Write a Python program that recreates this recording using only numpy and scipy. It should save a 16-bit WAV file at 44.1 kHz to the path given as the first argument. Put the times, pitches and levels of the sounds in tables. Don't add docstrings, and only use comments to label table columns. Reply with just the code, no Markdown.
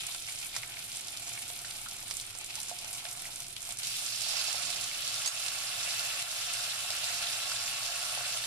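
import sys
import numpy as np
from scipy import signal
from scipy.fft import rfft, irfft, next_fast_len
from scipy.io import wavfile
from scipy.ndimage import uniform_filter1d

SR = 44100
rng = np.random.default_rng(int(sys.argv[2]) if len(sys.argv) > 2 else 0)


def pcm_store(signal):
    levels = np.round(np.clip(np.atleast_2d(signal), -1, 1) * 32767)
    wavfile.write(sys.argv[1], SR, levels.astype(np.int16).T)


N = 373086
SIZE = next_fast_len(N + SR)
HZ = np.maximum(np.fft.rfftfreq(SIZE, 1 / SR), 1)
DELAY = np.exp(-2j * np.pi * HZ / SR)


def from_db(db):
    return 10 ** (np.asarray(db) / 20)


def rms_one(x):
    return x / np.sqrt(np.mean(np.abs(x) ** 2) + 1e-20)


def in_time(rows):
    s, *columns = np.transpose(rows)
    return [np.interp(np.arange(N) / SR, s, column) for column in columns]


def on_grid(points):
    hz, values = np.array(points).T
    return np.interp(np.log(HZ), np.log(hz), values)


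def colouring(colour):
    return rms_one(from_db(on_grid(colour)))


def causal(gain):
    cepstrum = irfft(np.log(gain + 1e-9), SIZE)
    cepstrum[1:SIZE // 2] *= 2
    return np.exp(rfft(cepstrum[:SIZE // 2], SIZE))


def drift(rate_hz):
    pole = np.exp(-80 * np.pi * rate_hz / SR)
    noise = rng.standard_normal(N // 40 + 2002)
    slow = signal.lfilter([1], [1, -2 * pole, pole * pole], noise)[2000:]
    return np.interp(np.arange(N) / 40, np.arange(len(slow)), rms_one(slow))


def ring(hz, t60):
    radius = from_db(-60 / (t60 * SR))
    angle = 2 * np.pi * min(hz, .45 * SR) / SR
    return np.sin(angle) * DELAY / (1 - 2 * radius * np.cos(angle) * DELAY + (radius * DELAY) ** 2)


def sides(pan_db):
    return from_db(np.multiply.outer([.5, -.5], pan_db))


# time in seconds, level of the bursts in dB,
# lift of the commonest bubble size in dB, lift of the large bubbles in dB.
FIRST_CURVE = [(0.0, -44.5, 8.5, -0.5), (0.2, -47.5, 2, -3), (0.45, -47, 4.5, -3), (0.7, -50, 4.5, 6.5),
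               (0.88, -49, 5, 2.5), (0.97, -47.5, 1.5, -2), (1.15, -49.5, 4, 2.5), (1.4, -46.5, 2, 0.5),
               (1.75, -48, 1, 3), (2.05, -50.5, 4, 2), (2.15, -46.5, 1, -4), (2.32, -52, 5.5, 4),
               (2.6, -48, 2.5, 0.5), (2.95, -47, 0.5, 5), (3.3, -48, 0, 2.5), (3.55, -52, -2.5, 3),
               (3.7, -45, 5, 0.5), (3.76, -51.5, 3, -1.5), (3.8, -44.5, 8, -7), (3.9, -47.5, 1.5, -6)]
# frequency in Hz, relative density in dB per Hz.
FIRST_SPECTRUM = [(240, -34), (400, -18.5), (620, -14.5), (689, -4), (778, -8), (878, -12.5), (932, -17),
                  (1400, -9), (1870, -11.5), (2210, -2), (3370, -1), (5800, -1.5), (6350, -3), (7500, 1),
                  (8300, -0.5), (9270, 4), (11500, -2), (14800, -18)]
FIRST_WALL_DB, SECOND_WALL_DB = 1, -4


def first_piece():
    return sizzle(FIRST_CURVE, laid_s=-2.5, pan_db=1.5, lean=0.092, wall_gain=wall(FIRST_WALL_DB), fine_db=-5,
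                  colour=FIRST_SPECTRUM, per_s=8000, size_db=4.0, cycles=4.6, clump_db=1.8, patchy_db=2.2)


# time in seconds, level of the bursts
# in dB, lift of the commonest bubble size in dB, lift of the large bubbles in dB.
SECOND_CURVE = [(3.79, -56, .5, .5), (3.85, -46.5, 1.1, 1), (4.0, -44.5, 2.2, 1.5), (4.2, -46.5, 5.6, 3.1),
                (4.32, -43.5, 7.7, 5.4), (4.44, -43, 5.8, 4.2), (4.62, -46.5, 7, 4.6), (4.9, -45.5, 3, 1.2),
                (5.2, -43.5, 1.1, 0.53), (5.35, -42.5, 3.4, .1), (5.55, -44.5, 2.4, 0.74),
                (5.8, -43.5, 2, 1.9), (6.15, -43.5, 1.3, 1.6), (6.4, -42, 0.56, .5),
                (6.7, -43.5, 0.63, 0.46), (7.0, -44, .5, 0.36), (7.06, -42, 1.8, 0.73),
                (7.4, -43.5, 1.8, 1.2), (7.8, -44, 1.1, 2.1), (8.15, -43.5, 1.3, 2), (8.46, -44, 1.3, 0.82)]
# frequency in Hz, relative density in dB per Hz.
SECOND_SPECTRUM = [(240, -46), (420, -22.5), (520, -13.5), (635, -8.5), (721, -7), (780, -9), (880, -11),
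                   (937, -20.5), (1100, -10.5), (1360, -7.5), (1810, -10), (2250, -6), (2600, -2),
                   (2900, -1.5), (3250, -4.5), (3620, -2), (5500, -2.5), (6050, -6), (6550, -6.5),
                   (7400, -3.5), (8460, -8.5), (9200, -6), (10800, -8), (14800, -21.5)]


def second_piece():
    return sizzle(SECOND_CURVE, laid_s=3.83, pan_db=2.2, lean=-0.74, wall_gain=wall(SECOND_WALL_DB), fine_db=-2.26,
                  colour=SECOND_SPECTRUM, per_s=9000, size_db=3.4, cycles=10.6, clump_db=0.22, patchy_db=1.4)


FRESH_HZ, SETTLED_HZ, SINK_S = 5400, 2720, 0.97
LARGE_MISSING_DB, LARGE_SETTLED_DB, GROW_S = -25, 2.5, 0.44


def sizzle(curve, laid_s, pan_db, lean, wall_gain, fine_db, colour, per_s, size_db, cycles, clump_db, patchy_db,
           count=20):
    level_db, lift_db, large_db = in_time(curve)
    age = np.maximum(np.arange(N) / SR - laid_s, 0)
    large_db = large_db + LARGE_SETTLED_DB + LARGE_MISSING_DB * np.exp(-age / GROW_S)
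    common_hz = SETTLED_HZ + (FRESH_HZ - SETTLED_HZ) * np.exp(-(age / SINK_S) ** 2)

    rate = per_s * from_db(clump_db * (.3 * drift(4.9) + drift(40.0)))
    sizes = from_db(size_db * np.minimum(rng.exponential(1, N), 4.5))
    sizes = sizes * rng.choice([-1, 1], N)
    happens = rng.random(N) < rate / SR
    bursts = rms_one(sizes * happens) * from_db(level_db) * (age > 0)

    dealt = rng.integers(0, count, N)
    both_ears = EARS[0].mean(axis=0) + np.abs(EARS[1]).mean(axis=0)
    out, power = 0, 0
    for k, hz in enumerate(np.geomspace(600, 14000, count)):
        pip = ring(hz, cycles / hz)
        pip = pip / np.abs(pip).max()
        power = power + np.abs(pip) ** 2 / count
        heard = pip * pot_path()
        heard = heard * np.linalg.norm(pip * both_ears) / np.linalg.norm(heard.mean(axis=0))
        lowness = np.clip(np.log2(2800 / hz), 0, 1)
        highness = np.clip(np.log2(hz / 5500) * 2, 0, 1)
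        mix_db = lowness * large_db + highness * fine_db
        mix_db = mix_db + lift_db * np.exp(-(np.log2(hz / common_hz) / 0.24) ** 2)
        mix_db = mix_db + patchy_db * (0.64 * drift(2.4) + drift(15.4))
        out = out + rfft(bursts * (dealt == k) * from_db(mix_db), SIZE) * heard
    shape = causal(colouring(colour) / np.sqrt(power))
    return sides(pan_db + lean * lift_db) * irfft(out * wall_gain * shape, SIZE)[:, :N]


# start in seconds, level of the snap in dB before the pot, pitch in Hz,
# level of its dull body in dB before the pot, left-right difference in dB.
LOUD_SPITS = [(0.0676, -20, 6900, -43, -1.0), (0.123, -26, 5990, -44, -2.5), (0.1476, -23, 4530, -33, 0.5),
              (0.2234, -26, 5560, -50, -0.5), (0.3217, -27, 6120, -45, 2.5), (0.3503, -25, 9020, -55, -1.5),
              (0.3583, -26, 5810, -56, 1.5), (0.3879, -22, 5930, -52, 2.0), (0.401, -26, 7810, -51, -1.5),
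              (0.4471, -27, 7540, -55, -3.0), (0.4691, -26, 6900, -40, 2.5), (0.5525, -26, 5200, -38, -1.0),
              (0.5648, -15, 5140, -24, -1.0), (0.6326, -29, 2510, -42, 1.5), (0.6765, -26, 7080, -52, 0.5),
              (0.7918, -27, 4120, -38, 0.0), (0.841, -28, 7340, -47, 0.5), (0.918, -25, 4490, -54, 3.5),
              (0.9281, -26, 6400, -53, 1.0), (0.9489, -25, 5360, -44, 0.0), (0.9585, -25, 6880, -42, 3.0),
              (0.9699, -22, 6980, -53, 0.5), (1.0096, -26, 7380, -56, -2.5), (1.047, -28, 5220, -58, -0.5),
              (1.071, -27, 5500, -55, 0.5), (1.0832, -23, 4990, -43, 1.0), (1.1722, -22, 4690, -50, 1.5),
              (1.2017, -28, 8250, -54, -2.5), (1.2803, -26, 5350, -40, -1.5), (1.2932, -23, 6890, -48, 1.5),
              (1.3352, -24, 5910, -40, -0.5), (1.3912, -24, 8860, -53, -3.5),
              (1.4214, -28, 8650, -54, -0.5), (1.4805, -26, 7650, -57, 2.0), (1.5008, -27, 3200, -40, -1.0),
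              (1.5638, -28, 4030, -45, 3.5), (1.5904, -25, 5280, -45, 1.0), (1.7097, -23, 4030, -42, 4.0),
              (1.8148, -28, 7930, -55, -0.5), (1.8502, -29, 9970, -55, 5.0), (1.8861, -26, 6570, -44, -1.0),
              (1.911, -30, 10060, -54, 6.0), (1.9664, -29, 6800, -56, -1.5), (1.9862, -29, 5740, -57, 4.5),
              (2.0267, -27, 5870, -43, 0.5), (2.0812, -25, 8650, -55, -3.0), (2.1016, -27, 4930, -37, 1.0),
              (2.1107, -17, 4570, -29, -2.0), (2.1388, -23, 8410, -50, 1.5), (2.1691, -19, 6560, -40, -3.5),
              (2.1991, -23, 4290, -46, 4.5), (2.2123, -24, 6240, -44, 2.5), (2.2659, -28, 9130, -59, -4.0),
              (2.3078, -30, 8840, -57, 2.0), (2.3508, -28, 4740, -38, -2.5), (2.3751, -27, 7740, -50, -3.5),
              (2.3866, -24, 7970, -55, -4.5), (2.4119, -27, 5970, -43, -0.5),
              (2.4451, -24, 7250, -45, -1.0), (2.4619, -26, 6110, -58, 1.0), (2.5067, -29, 4670, -51, 0.5),
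              (2.5545, -21, 5510, -44, -2.5), (2.6021, -22, 5040, -39, -1.0),
              (2.6161, -24, 6060, -43, -1.5), (2.6311, -22, 6610, -38, -1.0),
              (2.6851, -23, 6350, -38, -2.0), (2.6965, -23, 6890, -38, -1.0), (2.7884, -23, 4890, -43, 0.5),
              (2.846, -26, 5070, -36, -1.5), (2.8794, -26, 5730, -48, 1.5), (2.9301, -22, 8070, -53, 2.0),
              (2.9394, -24, 6390, -48, -0.5), (2.9737, -28, 7040, -50, 1.0), (3.0532, -24, 3400, -35, 4.0),
              (3.1132, -23, 6070, -40, 2.5), (3.1288, -25, 7710, -54, 0.0), (3.1653, -27, 9290, -56, 0.5),
              (3.1741, -28, 6300, -43, -2.0), (3.2198, -25, 8900, -54, 2.0), (3.2525, -28, 9470, -52, 1.5),
              (3.3087, -28, 9910, -45, 1.5), (3.3322, -29, 6010, -55, -0.5), (3.3593, -23, 6520, -56, 1.0),
              (3.4033, -23, 5980, -44, 3.0), (3.4677, -29, 5480, -59, 1.0), (3.4826, -26, 7840, -53, 1.0),
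              (3.5051, -28, 9520, -58, 3.5), (3.5278, -27, 9120, -57, -6.5), (3.5645, -23, 3240, -44, 4.5),
              (3.6058, -30, 6050, -57, -3.5), (3.6192, -27, 6940, -47, -5.0), (3.628, -26, 6830, -56, -4.0),
              (3.6525, -27, 5270, -41, 0.0), (3.6913, -25, 5780, -37, -1.5), (3.7083, -25, 6550, -54, -1.0),
              (3.7234, -22, 6630, -43, -1.0), (3.7721, -24, 5650, -48, 3.0), (3.7874, -22, 7230, -55, -3.5),
              (3.8329, -21, 4170, -48, -3.5), (3.8481, -23, 5070, -46, -2.5),
              (3.8705, -19, 5270, -35, -2.5), (4.0627, -22, 5070, -45, -5.0),
              (4.2093, -21, 5300, -45, -3.0), (4.2188, -20, 5080, -38, -4.0),
              (4.2864, -20, 5120, -47, -3.5), (4.2992, -21, 4710, -48, -1.5),
              (4.4434, -21, 5170, -42, -4.0), (4.5288, -18, 5210, -43, -3.5),
              (4.6275, -22, 4510, -34, -5.0), (4.7039, -20, 4260, -39, -7.0),
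              (4.8112, -20, 4960, -47, -5.5), (4.8418, -22, 6230, -50, -2.5),
              (5.0776, -19, 6100, -35, -2.0), (5.1439, -23, 4970, -48, -1.5),
              (5.4628, -20, 4580, -34, -2.5), (5.4832, -17, 4080, -33, -4.0),
              (5.9944, -18, 4100, -36, -1.0), (6.2243, -20, 7160, -41, 1.0), (6.5365, -17, 7070, -45, 0.5),
              (6.905, -17, 4090, -32, -1.5), (6.9658, -22, 5380, -47, -1.0), (7.0421, -17, 4140, -34, 1.5),
              (8.373, -20, 3400, -38, -1.0)]
THUD_HZ, SPIT_TAIL_DB = 1400, -2


def spits():
    rows = LOUD_SPITS + small_spits()
    snap_rows = [(s, db, hz, pan_db) for s, db, hz, _, pan_db in rows]
    thud_rows = [(s, db, THUD_HZ) for s, _, _, db, _ in rows]
    snaps = pops(snap_rows, cycles=5.0, rise_cycles=.05, crack_db=-3, tail_db=SPIT_TAIL_DB)
    thuds = pops(thud_rows, cycles=2.9, rise_cycles=0.16, crack_db=-30, tail_db=SPIT_TAIL_DB)
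    return snaps * causal(colouring(FIRST_SPECTRUM)) + thuds


SMALL_SPITS_PER_S, SMALL_SPIT_DB, SMALL_SPIT_SPREAD_DB = 40, -38, 4
SMALL_SPIT_HZ, SMALL_SPIT_PAN_DB = (2840, 10700), (5, -4)
SMALL_THUD_DB = -21


def small_spits():
    s, level_db, size, place = scattered(SMALL_SPITS_PER_S, SMALL_SPIT_DB, SMALL_SPIT_SPREAD_DB)
    (low, high), (pan_from, pan_to) = SMALL_SPIT_HZ, SMALL_SPIT_PAN_DB
    hz = low * (high / low) ** size
    pan_db = pan_from + (pan_to - pan_from) * place
    return list(zip(s, level_db, hz, level_db + SMALL_THUD_DB, pan_db))


# start in seconds, level in dB before the pot,
# pitch in Hz.
PLOPS_AT_SET_TIMES = [(0.09, -31, 2330), (0.092, -40, 1120), (0.146, -50, 700), (0.148, -38, 1400),
                      (0.286, -25, 2230), (0.5425, -30, 2320), (0.554, -33, 2320), (0.565, -28, 2120),
                      (0.633, -24, 2200), (0.769, -29, 2200), (1.135, -47, 708), (1.376, -26, 2200),
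                      (1.5, -39, 695), (1.646, -33, 1660), (1.862, -31, 1370), (1.923, -41, 740),
                      (2.033, -40.5, 708), (2.111, -28.5, 2310), (2.351, -41, 708), (2.414, -43, 720),
                      (2.58, -42, 860), (2.713, -31, 710), (2.844, -42.5, 710), (3.052, -36.5, 695),
                      (3.053, -33, 1600), (3.29, -39.5, 680), (3.254, -30, 2200), (3.69, -38.5, 710),
                      (4.02, -38.5, 710), (4.266, -38.5, 710), (4.338, -35, 740), (4.336, -30, 2330),
                      (4.483, -33.5, 724), (4.545, -31.5, 700), (4.689, -38, 684), (4.913, -25.5, 2370),
                      (5.521, -32, 1310), (5.544, -28, 2240), (6.601, -35, 1320), (6.904, -34, 695),
                      (7.035, -37, 710), (7.242, -36, 1370), (7.3, -28, 2380), (7.517, -27, 1410),
                      (7.603, -37, 2250), (8.175, -30, 724), (8.197, -52, 705), (8.207, -30.5, 1370),
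                      (8.208, -33, 667)]


def plops():
    return pops(PLOPS_AT_SET_TIMES + small_plops(), cycles=11.0, rise_cycles=.7, crack_db=-30, tail_db=-2)


SMALL_PLOP_HZ = np.array([646, 710, 860, 1370, 1680, 2200, 2330])
SMALL_PLOPS_PER_S, SMALL_PLOP_DB, SMALL_PLOP_SPREAD_DB = 4, -46, 4


def small_plops():
    s, level_db, size, _ = scattered(SMALL_PLOPS_PER_S, SMALL_PLOP_DB, SMALL_PLOP_SPREAD_DB)
    return list(zip(s, level_db, SMALL_PLOP_HZ[(size * len(SMALL_PLOP_HZ)).astype(int)]))


def scattered(per_s, level_db, spread_db):
    wait, loudness, spare_a, spare_b = rng.random((400, 4)).T
    s = np.cumsum(-np.log(1 - wait) / per_s)
    rows = np.transpose([s, level_db + spread_db * (2 * loudness - 1), spare_a, spare_b])
    return rows[s < N / SR].T


def pops(rows, cycles, rise_cycles, crack_db, tail_db, count=10):
    dry = np.zeros((count, 2, N))
    spots = rng.integers(0, count, len(rows))
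    t = np.arange(1500) / SR
    for (s, level_db, hz, *pan_db), spot in zip(rows, spots):
        decay = from_db(-60 * t * hz / cycles)
        rise = 1 - np.exp(-t * hz / rise_cycles)
        pip = np.sin(2 * np.pi * hz * t) * decay * rise - from_db(crack_db) * (t == 0)
        at = round(s * SR)
        panned = sides(sum(pan_db))[:, None] * pip
        dry[spot, :, at:at + len(t)] += from_db(level_db) * panned[:, :N - at]
    return sum(rfft(d, SIZE) * pot_path(tail_db) for d in dry)


# start in seconds, level in dB before the pot, left-right difference in dB.
KNOCKS = [(5.2599, -33.5, -9), (5.2749, -29.5, 1)]
# frequency in Hz, mean level in dB, 60 dB decay time in seconds.
WARE_MODES = [(1480, -41, 0.074), (2980, -22, .03), (4600, -5, 0.035), (5600, -18, .02), (6550, -7, 0.083),
              (7680, -1.5, 0.042), (9400, -12, 0.03), (9140, 5, 0.018), (10500, -5, .02)]
CRACK_DB = -3


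def clinks():
    out = 0
    for s, level_db, pan_db in KNOCKS:
        modes = sum(from_db(mode_db + rng.normal(0, 2.5)) * ring(hz, t60) for hz, mode_db, t60 in WARE_MODES)
        start = np.exp(-2j * np.pi * HZ * s)
        out = out + from_db(level_db) * sides(pan_db)[:, None] * (modes + from_db(CRACK_DB)) * start
    return irfft(out * pot_path() * wall(FIRST_WALL_DB), SIZE)[:, :N]


# frequency in Hz, relative density in dB per Hz.
FLAME_SPECTRUM = [(12, -30), (20, 7), (31, -2), (54, -6), (75, -8), (114, 2), (147, -3.5), (182, -10.5),
                  (225, -9), (340, -11.5), (365, -8.5), (439, -15.5), (600, -12), (780, -43), (1320, -120)]
# time in seconds, level below 45 Hz in dB, level above 200 Hz in dB.
FLAME_WAVER = [(0, -1, -1.5), (1.8, 1.5, 1), (3.6, -1, -1), (4.2, -6, -1.5), (4.7, -1, 3), (5.2, -2, -1),
               (6, -1, -1), (7, -5, -2), (8.46, 1, -2)]
FLAME_DB = -59
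RUMBLE_DIP_S, RUMBLE_DIP_LENGTH_S, RUMBLE_DIP_DB = 5.262, 0.067, -7


def flame():
    mid, side = rfft(rng.standard_normal((2, SIZE))) * from_db(on_grid(FLAME_SPECTRUM))
    since = np.arange(N) / SR - RUMBLE_DIP_S
    dipped = (since > 0) & (since < RUMBLE_DIP_LENGTH_S)
    dip_db = RUMBLE_DIP_DB * uniform_filter1d(1. * dipped, size=600)
    deep, upper = 1 / (1 + (HZ / 45) ** 4), 1 / (1 + (200 / HZ) ** 6)
    deep_db, upper_db = in_time(FLAME_WAVER)
    parts = [from_db(db) * irfft(share * stereo(mid, side), SIZE)[:, :N]
             for share, db in [(deep, deep_db), (upper, upper_db), (1 - deep - upper, 0)]]
    return from_db(FLAME_DB + dip_db) * rms_one(sum(parts))


# frequency in Hz, width in Hz, lift in dB before ring_db is added.
POT_WALL_MODES = [(708, 33, 2.5), (629, 12, -5), (863, 24, -7), (1111, 19, -3.5), (1360, 15, 0)]
POT_LOWEST_HZ = 625


def wall(ring_db):
    lift = sum(from_db(level_db + ring_db) / np.abs(1 + 2j * (HZ - hz) / width) ** 2
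               for hz, width, level_db in POT_WALL_MODES)
    return causal((1 + lift) / np.sqrt(1 + (POT_LOWEST_HZ / HZ) ** 6))


BOWL_ECHO_S, BOWL_ECHO_DB = .002, -3.5
BOWL_T60_S, BOWL_DB = 0.09, -2
KITCHEN_T60_S, KITCHEN_DB = 0.13, -7


def pot_path(tail_db=0):
    t = np.arange(SR // 3) / SR
    build_up = 1 - np.exp(-t / BOWL_ECHO_S)
    bowl_noise, kitchen_noise = rng.standard_normal((2, 2, len(t))) * build_up
    bowl = from_db(BOWL_DB) * rms_one(bowl_noise * from_db(-60 * t / BOWL_T60_S))
    kitchen = from_db(KITCHEN_DB) * rms_one(kitchen_noise * from_db(-60 * t / KITCHEN_T60_S))
    tails = (bowl + kitchen) * from_db(tail_db) / np.sqrt(len(t))

    left, right = np.zeros((2, len(t)))
    lag = round(SR * rng.uniform(.00001, .00025))
    echoes = (SR * BOWL_ECHO_S * rng.uniform(.86, 1.16, 2)).astype(int)
    left[[lag, lag + echoes[0]]] = 1, from_db(BOWL_ECHO_DB)
    right[[0, echoes[1]]] = 1, from_db(BOWL_ECHO_DB)
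    early = np.array([left + right, left - right]) / np.sqrt(2)
    return stereo(*rfft(tails + early, SIZE))


# frequency in Hz, left-right correlation from -1 to 1.
EAR_LIKENESS = [(60, 0.93), (150, 0.97), (380, 0.58), (950, 0.53), (2380, 0.13), (5980, 0.0048),
                (15000, 0.084)]
# frequency in Hz, left-right difference in dB.
EAR_BALANCE = [(60, -2.5), (110, -2.5), (200, -2), (380, -2), (700, -6.5), (1290, -6.5), (2380, -0.5),
               (4400, -2), (8120, -8.5), (15000, 8)]


def ear_gains():
    alike = np.clip(on_grid(EAR_LIKENESS), -1, 1)
    balance = sides(on_grid(EAR_BALANCE))
    return balance * np.sqrt(1 + alike), balance * np.sqrt(1 - alike) * [[1], [-1]]


EARS = ear_gains()


def stereo(mid, side):
    return EARS[0] * mid + EARS[1] * side


# start in seconds, depth in dB.
LEVEL_DIPS = [(4.845, -1.5), (5.49, -1.5), (6.229, -5)]
DIP_RECOVERY_S = 0.13


def dips():
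    t = np.arange(N) / SR
    dip_db = sum(depth_db * (t > s) * np.exp(-np.abs(t - s) / DIP_RECOVERY_S) for s, depth_db in LEVEL_DIPS)
    return from_db(dip_db)


def scene():
    pieces = first_piece() + second_piece()
    bursts = irfft((spits() + plops()) * wall(FIRST_WALL_DB), SIZE)[:, :N]
    return dips() * (pieces + bursts + clinks() + flame())


DUCK_ABOVE_DB, DUCK_SLOPE, RECOVER_DB_PER_S = -27.5, 1, 21
TOP, CUTOFF_HZ = .26, 15050


def record(dry):
    power = signal.lfilter([.004], [1, -.996], (dry ** 2).max(axis=0))
    loud_db = 10 * np.log10(power + 1e-12)
    cut_db = DUCK_SLOPE * np.maximum(loud_db - DUCK_ABOVE_DB, 0)
    ramp = RECOVER_DB_PER_S * np.arange(N) / SR
    held_db = np.maximum.accumulate(cut_db + ramp) - ramp
    ducked = dry * from_db(-signal.lfilter([.002], [1, -.998], held_db))
    rounded = TOP * np.tanh(ducked / TOP)
    return signal.sosfilt(signal.ellip(10, .5, 55, CUTOFF_HZ, fs=SR, output="sos"), rounded)


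dry = scene()
out = record(dry)
pcm_store(out)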